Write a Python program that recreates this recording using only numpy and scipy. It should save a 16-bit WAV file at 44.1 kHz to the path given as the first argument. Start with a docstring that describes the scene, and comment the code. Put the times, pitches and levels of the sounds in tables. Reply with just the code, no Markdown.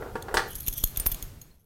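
"""A small room: a steel dental syringe is handled close by, beside a hollow plastic container.
First the plastic is shuffled and knocked; then steel parts slide, catch and clink on the glass cartridge.
Steel is noise chatter and slips through resonators, free rings and gliding rasps; plastic is struck modes,
wall noise and cracks. Jolts add low thumps. Rustle and rumble lie beneath, and the sound dies away
as the hands withdraw."""
import sys
import numpy as np
from scipy import signal
from scipy.fft import rfft, irfft
from scipy.io import wavfile
from scipy.ndimage import map_coordinates

SR = 44100
rng = np.random.default_rng(int(sys.argv[2]) if len(sys.argv) > 2 else 0)


def bounce(signal):
    """Save signal as a 16-bit WAV file at the path given by the first command-line argument."""
    frames = np.transpose(np.atleast_2d(signal))
    limited = np.clip(frames, -1, 1)
    pcm = np.round(limited * 32767).astype(np.int16)
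    wavfile.write(sys.argv[1], SR, pcm)


N = 72765
TIME_S = np.arange(N) / SR


def from_db(db):
    """Decibels to amplitude gain."""
    return 10 ** (np.asarray(db) / 20)


def rms_one(x):
    """Scale to unit rms."""
    return x / np.sqrt(np.mean(x ** 2) + 1e-20)


def level(curve):
    """Gain over time from (time_s, level_db) points."""
    return from_db(np.interp(TIME_S, *np.transpose(curve)))


def filtered(x, cutoff_hz, kind, order=2):
    """Butterworth filter."""
    sos = signal.butter(order, min(cutoff_hz, SR / 2 - 100), kind, fs=SR, output="sos")
    return signal.sosfilt(sos, x + 1e-18)


def noise(colour):
    """Unit-rms noise shaped by (freq_hz, density_db) points, interpolated over log frequency."""
    freq_hz, density_db = np.transpose(colour)
    bins_hz = np.fft.rfftfreq(N, 1 / SR)
    gain = from_db(np.interp(np.log(bins_hz + 1), np.log(freq_hz), density_db))
    return rms_one(irfft(rfft(rng.standard_normal(N)) * gain, N))


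def wander(cutoff_hz):
    """Low-passed random drift of unit rms, clipped at two."""
    drift = rms_one(filtered(rng.standard_normal(N), cutoff_hz, "low"))
    return np.clip(drift, -2, 2)


def dying(start_s, t60_s):
    """Envelope that jumps to one and decays exponentially, 60 dB per t60."""
    age_s = np.maximum(TIME_S - start_s, 0)
    return (TIME_S >= start_s) * np.exp(-np.log(1000) * age_s / t60_s)


def ring(start_s, pitch_hz, t60_s):
    """One struck mode: a decaying sine."""
    return dying(start_s, t60_s) * np.sin(2 * np.pi * pitch_hz * (TIME_S - start_s))


# Syringe resonances, damped by the fingers: pitch_hz, width_hz, level_db
SYRINGE_MODES = [(3485, 370, -2.5), (4240, 250, -9), (6724, 350, -0.5), (9040, 500, -17.5),
                 (10350, 480, -11.5), (11410, 230, 4), (12080, 200, 8), (12860, 370, 4.5), (14000, 480, -2)]
LOWER_PART_HZ = 8000
CONTACT_DB = -13.5
GRIP_CHANGES_HZ = 22


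def syringe_body(lower_force, upper_force, grip_db):
    """Contact forces drive damped resonators; the shifting grip varies each; some force is heard directly."""
    out = from_db(CONTACT_DB) * filtered(upper_force, 4300, "high")
    for pitch_hz, width_hz, level_db in SYRINGE_MODES:
        radius = np.exp(-np.pi * width_hz / SR)
        grip = wander(GRIP_CHANGES_HZ)
        force = lower_force if pitch_hz < LOWER_PART_HZ else upper_force
        force = force * from_db(level_db + grip_db * grip)
        poles = [1, -2 * radius * np.cos(2 * np.pi * pitch_hz / SR), radius * radius]
        out += (1 - radius * radius) / 2 * signal.lfilter([1, 0, -1], poles, force + 1e-18)
    return out


# Steel catches on steel and glass: start_s, level_db, contact_s, lower_modes_db, ring_db
# (lower_modes_db and ring_db relative to level_db)
CATCHES = [(0.224, -39.5, 0.0025, 17.5, -23.5), (0.5536, -27, 0.0071, -28.5, -10),
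           (0.605, -29.5, 0.0045, -10, -24.5), (0.6637, -33.5, 0.0057, -1, -38),
           (0.673, -23.5, 0.0031, 4, -33.5), (0.6814, -13.5, 0.0015, -4, -29),
           (0.6847, -18, 0.0026, -2, -31), (0.727, -30.5, 0.0053, -0.5, -26),
           (0.7357, -30, 0.0077, -10.5, -25), (0.778, -26.5, 0.0066, -12, -23),
           (0.787, -39.5, 0.0013, 14.5, -20.5), (0.8384, -15.5, 0.0014, 8, -15),
           (0.8408, -9.5, 0.0014, -15, -18), (0.961, -33, 0.0014, 13, -19), (0.972, -19, 0.0043, 0, -13.5),
           (0.998, -20.5, 0.0054, -12, -40), (1.0596, -27, 0.0017, -18, -19.5),
           (1.064, -15, 0.0025, -13, -4), (1.0669, -27, 0.00084, -25, 1), (1.1156, -26, 0.004, 1.5, -6),
           (1.121, -25.5, 0.0055, -5, -8), (1.145, -28, 0.0032, 3.5, -11), (1.2253, -26, 0.0027, 1.5, -9),
           (1.4156, -40, 0.0033, 0.5, -2.5)]
# Free ring of the barrel: pitch_hz, level_db, t60_s
BARREL_MODES = [(4250, -31.5, 0.36), (6580, -14, 0.12), (9240, -20, 0.12), (9715, -9.5, 0.07),
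                (11340, -24.5, .15), (12310, -5.5, .11), (13000, -14.5, 0.14), (15160, -14, .11)]
# Light taps on the glass cartridge and small parts: start_s, pitch_hz, level_db, t60_s
TAPS = [(0.2269, 9100, -34, 0.013), (0.9998, 9140, -24, 0.068), (1.059, 14600, -19.5, 0.03),
        (1.0698, 12500, -9.5, 0.022), (1.1175, 14000, -22.5, 0.035), (1.118, 3420, -35.5, 0.046),
        (1.415, 6650, -41, 0.038), (1.418, 4230, -54, 0.053), (1.512, 4240, -59.5, 0.063)]
CATCH_BODY_DB = 2


def clinks():
    """Each catch is brief random-sign chatter into the body plus a free barrel ring; taps are single modes."""
    lower_force, upper_force, rings = np.zeros((3, N))
    for start_s, level_db, contact_s, lower_modes_db, ring_db in CATCHES:
        contact = (TIME_S >= start_s) * np.exp(-((TIME_S - start_s) / contact_s) ** 2)
        chatter = from_db(level_db) * rng.choice([-1, 1], N) * contact
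        lower_force += from_db(lower_modes_db) * chatter
        upper_force += chatter
        for pitch_hz, mode_db, t60_s in BARREL_MODES:
            part_db = lower_modes_db * (pitch_hz < LOWER_PART_HZ)
            rings += from_db(level_db + ring_db + mode_db + part_db) * ring(start_s, pitch_hz, t60_s)
    taps = sum(from_db(level_db) * ring(start_s, pitch_hz, t60_s)
               for start_s, pitch_hz, level_db, t60_s in TAPS)
    return from_db(CATCH_BODY_DB) * syringe_body(lower_force, upper_force, grip_db=0.0) + rings + taps


# Plunger slide level: time_s, level_db
SLIDE_LEVEL = [(0.0, -61), (0.44, -78), (0.49, -45.5), (0.545, -46), (0.64, -47), (0.71, -44),
               (0.755, -52.5), (0.78, -37.5), (0.80, -44), (0.87, -40.5), (0.935, -56.5), (1.65, -75)]
SLIPS_PER_S, SLIP_SPREAD_DB, SLIDE_LOWER_DB, GRIP_DB = 880, 3, -1.5, 4.5
PITCH_DRIFT_SHARE, PITCH_DRIFT_HZ = 0.029, 10


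def plunger():
    """Sliding steel: dense uneven slips drive the body; varying playback speed drifts its resonances."""
    excess = np.minimum(rng.exponential(1, N), 4)
    sizes = from_db(SLIP_SPREAD_DB * excess) * rng.choice([-1, 1], N)
    slips = sizes * (rng.random(N) < SLIPS_PER_S / SR)
    scrape = syringe_body(from_db(SLIDE_LOWER_DB) * slips, slips, grip_db=GRIP_DB)
    position = np.cumsum(1 + PITCH_DRIFT_SHARE * wander(PITCH_DRIFT_HZ))
    drifting = map_coordinates(scrape, [position], order=5, mode="mirror")
    return level(SLIDE_LEVEL) * rms_one(drifting)


# Rod strokes: middle_s, length_s, pitch_hz, glide_oct_per_s, level_db, overtone_ratio, overtone_db
# (overtone_db relative to level_db)
ROD_STROKES = [(0.518, .05, 3143, -2.5, -46.5, 3.3, 2), (0.646, 0.045, 4200, -7, -58, 2.36, 7),
               (0.774, 0.14, 3360, -0.7, -49.5, 1.78, -0.5), (0.778, 0.045, 8560, -0.5, -45, 1.48, 6)]
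RASP_CUTOFF_HZ = 170  # scaled by the mode ratio
BURST_DB, BURST_CUTOFF_HZ = 4, 60  # the rod sticks and frees itself in short bursts


def rod():
    """The rubbed rod rasps in two bending modes that glide as its free length changes."""
    out = np.zeros(N)
    for middle_s, length_s, pitch_hz, glide_oct_per_s, level_db, overtone_ratio, overtone_db in ROD_STROKES:
        age_s = np.clip(TIME_S - middle_s, -length_s / 2, length_s / 2)
        stroke = np.cos(np.pi * age_s / length_s)
        phase = 2 * np.pi * np.cumsum(pitch_hz * 2 ** (glide_oct_per_s * age_s)) / SR
        bursts_db = BURST_DB * wander(BURST_CUTOFF_HZ)
        for ratio, mode_db in ((1, level_db), (overtone_ratio, level_db + overtone_db)):
            rasp = rms_one(filtered(rng.standard_normal(N), RASP_CUTOFF_HZ * ratio, "low"))
            out += from_db(mode_db + bursts_db) * stroke * rasp * np.sin(ratio * phase)
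    return out


# Jolts through the hand, before the high-pass: start_s, push_db
HAND_JOLTS = [(0.343, -25), (0.372, -25), (0.555, -26.5), (0.681, -18.5), (0.779, -26), (0.838, -13),
              (0.9749, -19), (1.0007, -23), (1.0628, -15), (1.12, -20.5), (1.144, -28), (1.225, -23.5)]
# Snaps of the hardest catches, before the high-pass: start_s, level_db, corner_hz
CATCH_SNAPS = [(0.682, -23.5, 450), (0.839, -18, 647), (0.9995, -24.5, 2500), (1.0641, -9.5, 1850)]
PUSH_RISE_S, THUMP_HIGHPASS_HZ = 0.0069, 27


def thumps():
    """Each jolt is a short push, high-passed so it swings back; sharp decaying steps add the snaps."""
    pushes = np.zeros(N)
    for start_s, push_db in HAND_JOLTS:
        age = np.maximum(TIME_S - start_s, 0) / PUSH_RISE_S
        pushes += from_db(push_db) * age * np.exp(1 - age)
    snaps = sum(from_db(level_db) * dying(start_s, np.log(1000) / (2 * np.pi * corner_hz))
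                for start_s, level_db, corner_hz in CATCH_SNAPS)
    return filtered(pushes + snaps, THUMP_HIGHPASS_HZ, "high", order=3)


# Knocks on the plastic: start_s, level_db, lowpass_hz, crack_db (relative to level_db), flex_hz
PLASTIC_KNOCKS = [(0.022, -20, 1500, -21.5, 796), (0.155, -13, 1900, -13.5, 452),
                  (0.2835, -16.5, 1800, -25.5, 910), (0.311, -23.5, 1400, -23, 805),
                  (0.3416, -4.5, 1150, -1, 448), (0.3707, -1, 4830, -8, 867),
                  (0.3933, -10, 2300, -13, 1580)]
# Container modes: pitch_hz, level_db
CONTAINER_MODES = [(350, -25), (421, -22.5), (486, -18), (630, -27), (778, -21), (866, -29.5), (903, -18),
                   (1140, -27.5), (1415, -19.5), (1645, -20), (1732, -21.5), (1940, -24)]
# Dense, quickly damped wall modes: freq_hz, density_db (per Hz)
WALL_COLOUR = [(150, -19.5), (280, -11.5), (450, 5), (620, -9), (900, -5), (1900, -2), (2400, -11.5),
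               (5000, -7.5), (8000, -13.5), (16000, -30)]
# Bright crack: freq_hz, density_db (per Hz)
CRACK_COLOUR = [(500, -19.5), (2500, 0.5), (6500, -1), (8500, 3.5), (10000, -1.5), (15000, -7)]
MODES_T60_S, WALL_T60_S, CRACK_T60_S = 0.072, 0.057, 0.11
WALL_DB, CRACK_DB, FLEX_DB = -13.5, -24, -11.5
FLEX_CYCLES = 12  # cycles to fall 60 dB


def container():
    """Hollow knocks: wall flex, modes and dense wall noise, low-passed per knock, plus a bright crack."""
    out = np.zeros(N)
    for start_s, level_db, lowpass_hz, crack_db, flex_hz in PLASTIC_KNOCKS:
        modes = sum(rng.choice([-1, 1]) * from_db(mode_db) * ring(start_s, pitch_hz, MODES_T60_S)
                    for pitch_hz, mode_db in CONTAINER_MODES)
        walls = from_db(WALL_DB) * noise(WALL_COLOUR) * dying(start_s, WALL_T60_S)
        crack = from_db(CRACK_DB + crack_db) * noise(CRACK_COLOUR) * dying(start_s, CRACK_T60_S)
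        flex = from_db(FLEX_DB) * ring(start_s, flex_hz, FLEX_CYCLES / flex_hz)
        out += from_db(level_db) * (filtered(flex + modes + walls, lowpass_hz, "low") + crack)
    return out


# Shuffle level: time_s, level_db
SHUFFLE_LEVEL = [(0, -41), (0.07, -38), (0.13, -49), (0.25, -45), (0.33, -40.5), (0.46, -40.5), (0.54, -60),
                 (0.7, -77)]
# Shuffle spectrum: freq_hz, density_db (per Hz)
SHUFFLE_SPECTRUM = [(200, -10), (330, -3.5), (450, 6), (620, -6), (770, -1.5), (1100, -13), (1420, -7),
                    (1800, -24), (2300, -24.5), (6000, -42.5)]


def shuffle():
    """Plastic shuffling: coloured noise under a level curve."""
    return level(SHUFFLE_LEVEL) * noise(SHUFFLE_SPECTRUM)


ROOM_T60_S, ROOM_TREBLE_T60_S, ROOM_SPLIT_HZ, ROOM_DELAY_S = 0.34, 0.36, 12000, 0.0048


def room(x):
    """Diffuse tail of a small room: decaying noise in two bands, slightly longer in the treble."""
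    white = rng.standard_normal(N)
    tail = filtered(white, ROOM_SPLIT_HZ, "low", order=1) * dying(ROOM_DELAY_S, ROOM_T60_S)
    tail += filtered(white, ROOM_SPLIT_HZ, "high", order=1) * dying(ROOM_DELAY_S, ROOM_TREBLE_T60_S)
    return signal.fftconvolve(x, tail / np.sqrt(np.sum(tail ** 2)))[:N]


# Rustle level: time_s, level_db
RUSTLE_LEVEL = [(0, -56.5), (0.9, -53.5), (0.98, -46), (1.2, -47.5), (1.36, -58), (1.5, -63), (1.57, -71.5),
                (1.65, -82.5)]
# Rustle spectrum: freq_hz, density_db (per Hz)
RUSTLE_SPECTRUM = [(150, -3), (400, -1.5), (800, -6), (4000, -11.5), (15000, -15)]


def rustle():
    """Soft gloves and air: coloured noise under a level curve."""
    return level(RUSTLE_LEVEL) * noise(RUSTLE_SPECTRUM)


# Rumble level: time_s, level_db
RUMBLE_LEVEL = [(0, -43.5), (1.36, -46.5), (1.45, -51), (1.65, -66.5)]
# Rumble spectrum: freq_hz, density_db (per Hz)
RUMBLE_SPECTRUM = [(20, 1.5), (100, -1.5), (160, -5.5), (250, -13.5), (500, -28), (1500, -51.5)]


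def rumble():
    """Low room rumble: bass-heavy noise under a level curve."""
    return level(RUMBLE_LEVEL) * noise(RUMBLE_SPECTRUM)


STEEL_ROOM_DB, PLASTIC_ROOM_DB = -17, -7


def scene():
    """Plastic and steel in the room, with thumps, over shuffle, rustle and rumble."""
    plastic = container()
    steel = clinks() + plunger() + rod()
    reverb = room(from_db(PLASTIC_ROOM_DB) * plastic + from_db(STEEL_ROOM_DB) * steel)
    bed = shuffle() + rustle() + rumble()
    return (plastic + steel + thumps() + reverb + bed)[None]


CUTOFF_HZ = 16000


def record(dry):
    """Steep elliptic low-pass cuts the top."""
    return signal.sosfilt(signal.ellip(10, .2, 80, CUTOFF_HZ, fs=SR, output="sos"), dry)


dry = scene()
out = record(dry)
bounce(out)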